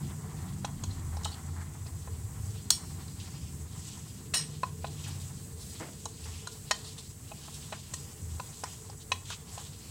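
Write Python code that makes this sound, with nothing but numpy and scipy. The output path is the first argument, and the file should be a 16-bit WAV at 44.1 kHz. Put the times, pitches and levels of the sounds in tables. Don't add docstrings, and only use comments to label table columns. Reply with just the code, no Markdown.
import sys
import numpy as np
from scipy import signal
from scipy.fft import rfft, irfft, next_fast_len
from scipy.io import wavfile

SR = 44100
rng = np.random.default_rng(int(sys.argv[2]) if len(sys.argv) > 2 else 0)


def output_pcm(signal):
    pcm = np.clip(np.atleast_2d(signal).T, -1, 1) * 32767
    wavfile.write(sys.argv[1], SR, np.round(pcm).astype(np.int16))


def attenuation_scalar(level_db):
    decades = np.asarray(level_db, float) / 20
    return 10 ** decades


N = 436590


def in_time(rows):
    s, *columns = np.transpose(rows)
    return [np.interp(np.arange(N) / SR, s, column) for column in columns]


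def rms_one(x):
    return x / np.sqrt(np.mean(x ** 2) + 1e-20)


def drift(rate_hz):
    knots = rng.standard_normal(1001)
    return np.interp(np.arange(N) / SR * rate_hz, np.arange(len(knots)), knots)


def swell(middle, length):
    half = max(length, .05) / 2
    first, end = max(round((middle - half) * SR), 0), min(round((middle + half) * SR), N)
    out, span = np.zeros(N), np.arange(first, end)
    out[span] = np.cos(np.pi / 2 * (span / SR - middle) / half) ** 2
    return out


def swells(rows):
    return sum(attenuation_scalar(db) * swell(middle, length) for middle, length, db in rows)


def resonate(x, peaks):
    out = 0
    for k, (hz, width, db) in enumerate(peaks):
        r = np.exp(-np.pi * width / SR)
        b = (1 - r * r) / 2 * np.array([1, 0, -1])
        a = [1, -2 * r * np.cos(2 * np.pi * hz / SR), r * r]
        twice = signal.lfilter(b, a, signal.lfilter(b, a, x))
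        out = out + (-1) ** k * attenuation_scalar(db) * twice
    return rms_one(out)


def patchy(x, peaks, patch_db):
    out = 0
    for k, (hz, width, db) in enumerate(peaks):
        gain = attenuation_scalar(db + patch_db * drift(14)) * width ** .5
        out = out + (-1) ** k * gain * resonate(x, [(hz, width, 0)])
    return rms_one(out)


def grit(spread_db, flutter_db):
    sizes = attenuation_scalar(spread_db * np.minimum(rng.exponential(1, N), 4))
    return rng.standard_normal(N) * sizes * attenuation_scalar(flutter_db * drift(45))


def away(hz, favoured_hz):
    return np.abs(np.log2(hz / favoured_hz))


def tint(x, hz, db):
    size = 2 ** 14
    bins = np.arange(size // 2 + 1) * SR / size + 1
    cepstrum = irfft(np.log(10) / 20 * np.interp(np.log(bins), np.log(hz), db))
    cepstrum[1:size // 2] *= 2
    return irfft(rfft(x, size) * np.exp(rfft(cepstrum[:size // 2], size)), size)[:len(x)]


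def struck(modes, t, free, colour_db, split_hz):
    hz, db, t60 = (column[:, None] for column in np.transpose(modes))
    decay = attenuation_scalar(db + colour_db[:, None] - 60 * t / (t60 * np.clip(free, .09, 1.1)))
    partner = np.sin(2 * np.pi * (hz + split_hz[:, None]) * t + 2)
    pair = np.sin(2 * np.pi * hz * t) - .6 * partner
    rings = (decay * pair).sum(0) * (1 - np.exp(-t * hz.min() / .6))
    return rings / np.abs(rings).max()


# time in seconds, level in dB.
LOW_BACKGROUND = [(0, -55), (.8, -57.5), (1.25, -54.5), (1.7, -59.5), (3.0, -60.5), (4.1, -64), (4.4, -64),
                  (5.5, -65.5), (7.0, -67), (8.0, -64.5), (9.0, -65), (9.6, -60), (9.9, -78)]
# frequency in Hz, width in Hz, level in dB.
RUB = [(638, 236, -3.5), (781, 117, 3), (1000, 303, 3), (1350, 390, -6), (1884, 630, -3.5)]


def rub(sweep_gain):
    gain = np.hypot(attenuation_scalar(in_time(LOW_BACKGROUND)[0]), attenuation_scalar(-11) * sweep_gain)
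    return gain * resonate(grit(spread_db=2.0, flutter_db=3.0), RUB)


# frequency in Hz, width in Hz, level in dB.
RASP = [(2480, 1500, -1.5), (3300, 1640, 2.5), (4210, 1560, 5.5), (5000, 2640, 1)]


def rasp(sweep_gain):
    grains = grit(spread_db=2.5, flutter_db=2.5)
    return attenuation_scalar(-5) * (attenuation_scalar(-60.5) + sweep_gain) * patchy(grains, RASP, patch_db=2.0)


# frequency in Hz, width in Hz, level in dB.
POWDER = [(6600, 3200, -1.5), (8000, 960, 6.5), (8600, 6500, -9.5), (13000, 9300, -25)]


def powder(gain):
    return gain * resonate(grit(spread_db=5.0, flutter_db=2.4), POWDER)


# middle in seconds, length in seconds, rasp level in dB,
# fine powder relative to rasp in dB.
SWEEPS = [(0.072, 0.14, -60, -5), (.45, 0.81, -73, 8), (0.913, .3, -58.5, -1), (1.422, 0.79, -66, 2),
          (1.994, 0.51, -70, -1), (2.544, .4, -62.5, -3.5), (2.994, 1, -65, 1), (3.29, 0.65, -53.5, -8),
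          (3.88, 0.52, -51.5, 1), (4.16, 0.36, -58, -14), (4.508, 0.55, -58, -2),
          (5.016, 0.61, -50.5, -1.5), (5.256, 0.51, -56, 2), (5.796, 0.35, -50, -3.5),
          (6.098, 0.69, -61.5, 4), (6.38, 0.6, -53, -1.5), (6.84, 0.53, -51, -6), (7.095, 0.33, -71, 15),
          (7.549, 0.86, -55, 1.5), (8, 0.37, -54, 3), (8.352, 0.63, -60, 4.5), (8.676, 0.76, -56, 4.5),
          (9.212, .3, -70, 11), (9.604, 0.54, -52, 1.5), (9.9, 0.42, -52.5, -4)]
# middle in seconds, length in seconds.
LIFTS = [
    (6.794, 0.11),
    (7.18, 0.16),
    (8.22, 0.24),
    (8.96, 0.13),
    (9.08, .08),
    (9.442, 0.099),
]


def strokes():
    sweep_gain, powder_gain = 0, attenuation_scalar(-58.5)
    for middle, length, db, fine_db in SWEEPS:
        sweep = attenuation_scalar(db) * swell(middle, length)
        sweep_gain = sweep_gain + sweep
        powder_gain = np.hypot(powder_gain, attenuation_scalar(fine_db) * sweep)
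    lift = attenuation_scalar(-4.5 * sum(swell(middle, length) for middle, length in LIFTS))
    return rub(sweep_gain) + lift * rasp(sweep_gain) + lift ** .3 * powder(powder_gain)


# time in seconds, level in dB, nearness as upper relative to deep rumble in dB.
TRAFFIC = [(0.0, -46, 9.5), (0.16, -43, -0.5), (0.8, -42, 1), (1.13, -41.5, -3), (1.32, -46.5, 2.5),
           (2.45, -39, -10.5), (2.78, -48, 3), (2.81, -42, -2.5), (3.88, -45.5, -1.5), (4.05, -49.5, 3.5),
           (5.27, -45.5, -2), (6.17, -51, 2), (6.28, -46, -4), (6.51, -52, 1.5), (8.02, -50, -0.5),
           (8.33, -41, -10.5), (8.46, -52.5, 0), (9.9, -49, -3)]
# frequency in Hz, width in Hz, level in dB.
DEEP = [(66.8, 29.6, -4), (84, 23.6, 2), (102.5, 34.3, 0.5)]
# frequency in Hz, width in Hz, level in dB.
UPPER = [(140.6, 34.4, 5.5), (194.5, 68, -6), (252.6, 59, -9), (333, 77, -13)]


def traffic():
    level_db, near_db = in_time(TRAFFIC)
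    deep = attenuation_scalar(level_db - 0.5) * resonate(rng.standard_normal(N), DEEP)
    upper = attenuation_scalar(level_db + near_db - 1) * resonate(rng.standard_normal(N), UPPER)
    return deep + upper


# middle in seconds, length in seconds, level in dB.
HUMS = [(0.255, 0.48, -65.5), (1.25, 0.27, -69), (2.122, 0.22, -67), (2.6, 0.65, -75), (4.48, 0.89, -63),
        (4.9, 0.72, -66), (5.547, .6, -69), (6.1, 0.73, -68), (6.49, 0.25, -61), (6.85, 0.58, -65.5),
        (8.122, 0.43, -63.5), (8.9, 0.97, -69.5), (9.598, 0.71, -72)]


def hum():
    gain = attenuation_scalar(-70) + swells(HUMS)
    return attenuation_scalar(2.5) * gain * resonate(rng.standard_normal(N), [(436.4, 59, 0)])


# middle in seconds, length in seconds, pitch in Hz, glide in Hz per second,
# level in dB.
DRONES = [(.89, 0.2, 89.6, -25, -41), (1.171, 0.49, 81.8, -0.5, -39.5), (1.539, 0.31, 86.3, 7, -40),
          (1.95, 0.82, 90.05, 1, -43), (2.502, 0.23, 93.7, -10, -44), (3.6, 0.61, 80.46, 14, -44.5),
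          (4.801, 0.42, 84.8, -6, -48), (5.17, 0.41, 93, -17, -43.5), (6.301, 0.23, 81.7, 13, -44),
          (8.288, 0.28, 81.8, -7, -40.5), (9.159, 0.149, 88.3, -14, -43), (0.192, 0.54, 147.5, 35, -45),
          (.56, 0.49, 190.3, 109.5, -48), (4.55, 0.58, 151.7, -8, -46.5), (5.05, 0.76, 147.5, -14.5, -47)]


def drones():
    out = np.zeros(N)
    wobble_hz, throb = 1.88 * drift(12), attenuation_scalar(4.5 + 0.94 * drift(4.62))
    for middle, length, hz, glide, db in DRONES:
        rise = swell(middle, length)
        on = np.flatnonzero(rise)
        pitch = hz + glide * (on / SR - middle) + wobble_hz[on]
        tone = np.sin(2 * np.pi * np.cumsum(pitch) / SR)
        out[on] += attenuation_scalar(db) * rise[on] ** .5 * throb[on] * tone
    return out


# frequency in Hz, density in dB per Hz.
HISS = [(15, -46), (25, -17.5), (70, -5.5), (99, -4), (183, -13.5), (290, -21), (446, -22.5), (633, -28),
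        (1030, -38), (1580, -32.5), (3640, -39), (5460, -33.5), (7960, -21), (11000, -32.5), (15600, -32.5)]


def hiss():
    hz, db = np.transpose(HISS)
    bins = np.arange(N // 2 + 1) * SR / N + 1
    shape = attenuation_scalar(np.interp(np.log(bins), np.log(hz), db))
    noise = irfft(rfft(rng.standard_normal(N)) * shape, N)
    return attenuation_scalar(-51 + 1.4 * drift(9)) * rms_one(noise)


# middle in seconds, length in seconds, level in dB.
HANDLING = [
    (.9, 1.4, -50.5),
    (9.1, .4, -64),
]


def handling():
    return swells(HANDLING) * resonate(rng.standard_normal(N), [(36, 22, 0)])


COLOUR_HZ = [450, 650, 850, 1250, 1900, 2700, 4000, 6200, 9000, 12000]
# time in seconds, then gain in dB at each inner pitch of COLOUR_HZ.
BLOW_COLOURS = [(0.644, -0.5, 0.5, 2.5, -1, 3, 0.5, -1.0, 2), (0.833, -4.5, 0, 1.5, -1.5, 1.5, -0.5, 2.0, -2),
                (1.166, 0, 5.5, -11, -1, 5.0, -1.0, 0.5, 2), (1.228, -4, 3, 5.5, -1, 3.0, -1, 1, -1.0),
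                (1.305, 0.0, 0.0, 0.0, 1.5, 5.0, 1, -10, 0), (2.074, -2, 2, -2, 1, -5, 1.5, -3.5, -1.5),
                (2.702, 2.0, 0, -1, 1, -5.5, -3.5, 3, -0.5), (4.3345, 11, -3, 2, 0.5, -2.5, -3.0, 0, 3),
                (4.63, -1, 2.5, 1.5, -2, 0, -1, -3, 0), (4.841, 5, 0, -4, 1, 0, 2, -8, -6.5),
                (6.053, -2, 4.0, 2, -10, -5, -1, 2, -0.5), (6.47, -3, -4.0, 3.5, -3, -11.0, 1.5, -1.0, 4),
                (6.707, 2.5, 0.5, -1, 3, -2, 3.5, -1, -7.5), (7.314, 4, 0, -5, -7, 7, 6, 3.0, 2.0),
                (7.72, 3.5, -2, 1, -2.5, 1, 2, -1.0, 4), (7.933, 6, -7, 3, 1.5, 1.5, -3.5, 2, 0.5),
                (8.396, -2, 6, -2, -4, 4, -3.0, 4, 0.0), (8.634, -1, 2.5, -0.5, -4, -1, -1.5, 1, 3.5),
                (8.894, 6, 1, -1.0, 0.0, -0.0, 0.0, 0.0, 0.5), (9.114, 2, 0.5, 1.5, 0.5, 3, -0.5, 2.5, -3),
                (9.298, 2, 4, -1.5, 6, 0, 1.5, -4.0, 1), (9.575, 0, 1, -9, -6, 2.0, 1, 7, 6)]


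def coloured(x):
    out, fade = x.copy(), np.clip(np.linspace(6, 0, round(.18 * SR)), 0, 1)
    for s, *db in BLOW_COLOURS:
        start = round(s * SR) - 90
        span = slice(start, start + len(fade))
        out[span] = (1 - fade) * x[span] + fade * tint(x[span], COLOUR_HZ, [0, *db, 0])
    return out


# frequency in Hz, level in dB, t60 in seconds.
PLATE = [(560, -12, .03), (680, -4, .04), (797, -1.5, .04), (1012, 0, .045), (1255, -2, .035),
         (1420, -2, .035), (1580, -5, .03), (1865, -1, .09), (2040, -6, .04), (2550, 0, .05),
         (2960, -5, .05), (3310, -5, .04), (3950, 0, .06)]
# time in seconds, peak in dB, favoured low frequency in Hz,
# upper modes relative to lower in dB, favoured upper frequency in Hz.
THUDS = [(0.646, -25, 840, -8.5, 3700), (0.8368, -34.5, 820, -24, 2550), (1.1695, -35.5, 790, -17, 3930),
         (1.255, -30.5, 850, -9, 3000), (1.862, -43, 785, -14, 2500), (2.075, -35.5, 850, -15, 2500),
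         (2.704, -28, 1470, -24, 2880), (4.6327, -20, 980, -12, 2440), (7.7292, -32, 1100, -10, 2550),
         (4.844, -26, 790, -13.5, 2550), (6.057, -30.5, 850, -8, 3950), (6.4718, -30.5, 1350, -10, 3500),
         (6.7098, -19, 1370, -4.5, 2280), (7.316, -37, 785, -13, 2540), (7.481, -39, 900, -14, 2520),
         (7.7241, -29, 800, -10, 2550), (7.9364, -36.5, 1010, -7, 1870), (8.3978, -28.5, 945, -15, 2500),
         (8.6365, -25.5, 970, -10, 2470), (8.897, -41.5, 810, -17, 2500), (9.1178, -17, 945, 1.5, 2950),
         (9.303, -35, 1320, -16, 3300), (9.577, -32.5, 855, -13, 2950)]


def thuds():
    out, t, hz = np.zeros(N + SR), np.arange(SR // 8) / SR, np.array(PLATE)[:, 0]
    freedom = 0.55
    for s, peak_db, low_hz, upper_db, upper_hz in THUDS:
        colour_db = np.where(hz > 1700, upper_db - 17 * away(hz, upper_hz), -9 * away(hz, low_hz))
        colour_db = colour_db + 1.3 * rng.standard_normal(len(hz))
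        split_hz = 60 * rng.standard_normal(len(hz))
        thud = attenuation_scalar(peak_db) * struck(PLATE, t, freedom, colour_db, split_hz)
        out[round(s * SR):][:len(t)] += thud
        chance = rng.standard_normal()
        bounce_s = .0041 * (1 + .07 * chance)
        out[round((s + bounce_s) * SR):][:len(t)] += attenuation_scalar(-9 + 1.6 * chance) * thud
    return out[:N]


def kitchen(x):
    t, t60_s = np.arange(SR // 2) / SR, .25
    tail = rng.standard_normal(len(t)) * attenuation_scalar(-60 * t / t60_s) * (t > .004)
    tail = signal.lfilter([1], [1, -.3], tail)
    return attenuation_scalar(-12) * signal.fftconvolve(x, tail / np.sqrt(np.sum(tail ** 2)))[:N]


# frequency in Hz, width in Hz, level in dB.
CRACK = [(3060, 1150, -1), (4250, 1230, 2.5), (6430, 1700, 1.5), (8150, 1700, 2), (10630, 750, -13)]
# frequency in Hz, width in Hz, level in dB.
GLAZE = [(12200, 3400, -3), (15000, 2100, 4)]


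def crack(contacts, t, favoured_hz, free):
    burst = np.convolve(attenuation_scalar(-60 * t / 0.019), np.abs(contacts))[:len(t)]
    burst = burst * rng.standard_normal(len(t))
    burst = rms_one(0.5 * resonate(burst, CRACK) + 0.12 * free * resonate(burst, GLAZE))
    burst = burst + 0.41 * resonate(burst, [(favoured_hz, 1400, 0)])
    return burst / np.abs(burst).max()


RIM_HZ = [1865, 2935, 2980, 3810, 3950, 4170, 4255, 4510, 5030, 5082, 5507, 5548, 5830, 5924, 6605, 6675,
          6975, 7630, 7850, 8115, 8200, 8280, 8530, 8680, 8960, 9040, 9290, 10285, 12480, 14965, 2320, 2616,
          4554, 12200, 14400, 15250]
# level in dB, t60 in seconds.
RIM = [(-15.5, 0.3), (-8.5, 0.28), (-15, .25), (-9.5, 0.17), (-7, 0.24), (-3.5, 0.38), (-8, 0.28),
       (-13, .2), (-8, .27), (-6.5, 0.29), (-5.5, .36), (-6, 0.3), (-6, 0.28), (-6, 0.37), (-5, 0.21),
       (-6, 0.23), (-6, 0.21), (-16, .25), (-10, .3), (-13, .22), (-4, 0.45), (-1, 0.37), (-5, 0.33),
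       (-4.5, 0.4), (-13, 0.47), (-5, 0.28), (-8, 0.22), (0.5, 0.16), (-12, .22), (-11, .24), (-17, 0.26),
       (-13, 0.28), (-12.5, 0.26), (-15, .18), (-16, .18), (-19, .15)]
PLACE_S = [
    1.23,
    2.7,
    4.33,
]
# gain in dB at the first, second and third place.
PLACES = [(-11.0, -3.5, 5.5), (-2, -4.0, 4), (8, 10.5, 0), (8, -6.0, 2), (-8.0, -20.0, 3), (-1, 3.5, -7),
          (-8.0, -21.0, 1), (1.0, 5.0, -3.0), (-3, -2, 1), (-1, -11, 6), (-2, 7.5, -2), (-8, -4, -1),
          (-9.0, -9, 5.0), (-10, -8.0, -7), (-9, -7, -2), (-16.0, -14, 1.0), (-1, -10, -4), (-5.0, -6, 0),
          (-10.0, -11.0, -7), (6, -2, 3), (-10.0, -4.0, -7.0), (-10.0, -5, -6), (-2.0, -10, -14),
          (-13.0, -10.0, -10), (-8.0, 1, -1), (-12, 4, 1), (-8.0, 11, -3), (-16.0, -2, -10),
          (-12.0, 2.0, -2), (-16.0, -2.0, -9.0), (-11.0, -2, -6), (-13.0, -2, -0.5), (-9.0, 2, -13),
          (-3.0, -2, -6.0), (-4.0, -13.0, -1.0), (-3.0, -1.0, -19)]
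# time in seconds, peak in dB, chatter length in ms,
# favoured frequency in Hz, crack relative to ring in dB.
TICKS = [(0.647, -30, 3.9, 5900, 8), (.907, -43, 8.2, 4160, -12), (1.168, -35.5, 3.4, 5920, -12),
         (1.278, -48, 11, 3900, -1.5), (1.309, -40, 12, 4370, -8), (1.342, -36, 1.4, 4350, 4),
         (3.079, -41, 2.8, 3900, 0.5), (4.845, -41, 4.5, 3900, -5), (4.866, -39.5, 9.5, 3600, 5),
         (6.055, -24.5, 0.77, 6600, -4), (6.472, -28.5, 1.1, 6450, 9), (6.7097, -13, 1.4, 6620, 6),
         (7.724, -37, 3.7, 2940, 4), (8.398, -35, 3.0, 4170, -10), (8.636, -28.5, 3.7, 5000, -11),
         (8.898, -41, 3.5, 5050, -9), (9.117, -24.5, 3.6, 5870, 1), (1.2497, -22.5, 0.43, 7060, 9),
         (1.865, -39, 3.8, 5030, -6), (4.6324, -32, .6, 3810, 3), (1.327, -40, 9, 4510, -8),
         (6.7143, -17.5, 1.9, 5440, 12), (9.1245, -31, 2.5, 3950, -8), (4.337, -20, 6.6, 2616, -4)]
# time in seconds, peak in dB, chatter length in ms,
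# favoured frequency in Hz, crack relative to ring in dB.
CLINKS = [(0.8347, -28, 3.5, 6600, 13), (1.231, -30, 4, 6975, -3), (1.244, -24.5, 4.3, 3800, -0.5),
          (2.7038, -5, 0.32, 4280, 11), (4.3369, -16, 9.4, 4070, -4), (4.349, -27, 8.2, 2900, -5),
          (4.366, -36, 7.7, 4600, -6), (4.384, -25, 9.3, 5540, -4), (7.541, -36, 1.8, 6040, -2.5),
          (7.9357, -26, 3.9, 7440, 10), (9.3, -31.5, 4.5, 3500, 5), (9.578, -37, 3.8, 3000, -2)]


def clinks():
    out, t, hz = np.zeros(N + SR), np.arange(SR // 4) / SR, np.array(RIM_HZ)
    modes, early = np.column_stack([hz, RIM]), t[:1500]
    rows = [(*row, min(0.39 + 2.5 * max(row[1] + 25, 0), 0.76)) for row in CLINKS]
    rows += [(*row, 0.11) for row in TICKS]
    for s, peak_db, chatter_ms, favoured_hz, crack_db, free in rows:
        slip = early / np.clip(chatter_ms, .3, 12) * 1000
        rough = rng.standard_normal(len(early))
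        contacts = rough ** 3 * np.sqrt(slip) * np.exp(-2 * slip)
        contacts /= np.sqrt(np.sum(contacts ** 2))

        reach = np.abs(np.exp(-2j * np.pi * hz[:, None] * early) @ contacts)
        octaves = away(hz, favoured_hz)
        narrow_db = 16 * np.clip(.75 - free, 0, 1) * octaves
        narrow_db -= 5.5 * np.exp(-(octaves / .04) ** 2)
        colour_db = 1.5 * rng.standard_normal(len(hz)) - narrow_db - 20 * np.log10(reach + .15)

        heard = t[:1500 + round(free * .4 * SR)]
        ring = struck(modes, heard, free, colour_db, 35 * rng.standard_normal(len(hz)))
        clink = signal.fftconvolve(ring, contacts)[:len(heard)]
        if chatter_ms > 7:
            clink *= attenuation_scalar(4 * np.interp(heard * 250, np.arange(len(rough)), rough))
        clink /= np.abs(clink).max()

        burst = attenuation_scalar(crack_db) * crack(contacts, early, favoured_hz, free)
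        burst = np.pad(burst, (0, len(heard) - len(burst)))
        scale = attenuation_scalar(peak_db) / np.abs(clink + burst).max()
        for place_s, place_db in zip(PLACE_S, np.transpose(PLACES)):
            if 0 < s - place_s < .06:
                clink = tint(clink, np.sort(hz), place_db[np.argsort(hz)])
        out[round(s * SR):][:len(heard)] += scale * (clink + burst)
    return out[:N]


# start in seconds, length in seconds, level in dB,
# frequency in Hz, width in Hz.
SLIDES = [
    (.903, .024, -54, 4150, 500),
    (1.278, 0.015, -52, 4000, 700),
    (1.31, 0.029, -50, 4450, 400),
    (4.345, .13, -49.5, 3000, 2200),
    (5.07, .03, -47, 8150, 4500),
    (6.84, .022, -51, 4250, 700),
    (6.868, .035, -54, 4250, 600),
    (6.974, 0.026, -54, 3530, 1000),
    (7.718, 0.023, -49, 1500, 2000),
]


def slides():
    out, grains = np.zeros(N), grit(spread_db=2.5, flutter_db=4.0)
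    for s, length, db, hz, width in SLIDES:
        span = slice(round(s * SR), round((s + length) * SR))
        skid = resonate(grains[span], [(hz, width, 0)])
        out[span] += attenuation_scalar(db) * skid * np.hanning(span.stop - span.start) ** .5
    return out


# start in seconds, peak in dB, centre in Hz,
# fade in seconds.
SCUFFS = [(1.56, -39, 850, 0.19), (4.338, -36, 920, 0.21), (5.796, -39.5, 890, 0.25), (5.8, -37, 300, 0.28),
          (5.06, -43, 710, 0.14), (7.6, -49, 1200, 0.14), (6.254, -43, 900, 0.15), (7.4, -53, 710, 0.13),
          (8.638, -42, 950, 0.12), (7.725, -39, 1130, 0.1), (9.578, -44, 750, .1), (9.305, -39, 1100, .09)]
# start in seconds, peak in dB, centre in Hz,
# fade in seconds.
SWISHES = [(2.4657, -48, 4440, 0.2), (3.1966, -40.5, 3400, 0.2), (3.8512, -43, 2940, 0.21),
           (5.0379, -38.5, 2840, 0.25), (5.5712, -44, 4270, 0.42), (5.6925, -45, 4280, 0.21),
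           (6.2048, -44, 4470, 0.27), (6.355, -44.5, 4300, 0.33), (6.5131, -41, 4200, 0.22),
           (6.8443, -37, 3970, 0.17), (6.979, -36.5, 3850, 0.13), (7.3994, -45.5, 4320, 0.85),
           (7.5994, -48, 3550, 0.9), (8.6794, -52, 3380, 0.32), (9.253, -32.5, 3240, 0.24),
           (9.4833, -47, 4380, 0.25), (5.197, -40, 4000, 0.11), (9.0, -44.5, 3500, 0.14)]


def swishes():
    out, t, grains = np.zeros(N), np.arange(SR // 2) / SR, grit(spread_db=2.5, flutter_db=4.0)
    for s, peak_db, centre_hz, fade in SWISHES + SCUFFS:
        at = round(s * SR)
        peaks = [(centre_hz, centre_hz * 0.81, 0), (centre_hz * 2.15, centre_hz * 1.0, -4)]
        slide = resonate(grains[at:at + len(t)], peaks)
        shape = np.clip(t / 0.0037, 0, 1) * attenuation_scalar(-60 * (t / fade) ** 2)
        out[at:at + len(t)] += attenuation_scalar(peak_db - 10) * slide * shape[:len(slide)]
    return out


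def scene():
    steady = strokes() + traffic() + hum() + drones() + hiss() + handling() + slides() + swishes()
    dull, bright = coloured(thuds()), coloured(clinks())
    mono = dull + bright + kitchen(bright + attenuation_scalar(-4) * dull) + steady
    return np.array([mono, mono])


def band_limit(x):
    return signal.sosfilt(signal.butter(12, 15800, fs=SR, output="sos"), x)


def record(dry):
    band = signal.butter(3, [420, 4900], "band", fs=SR, output="sos")
    middle = signal.sosfilt(band, dry[0])
    middle = 0.0076 * np.tanh(middle / 0.0014)
    side = attenuation_scalar(-21.5) * signal.hilbert(middle, next_fast_len(N)).imag[:N] * drift(70)
    return band_limit(dry + side * [[1], [-1]])


dry = scene()
out = record(dry)
output_pcm(out)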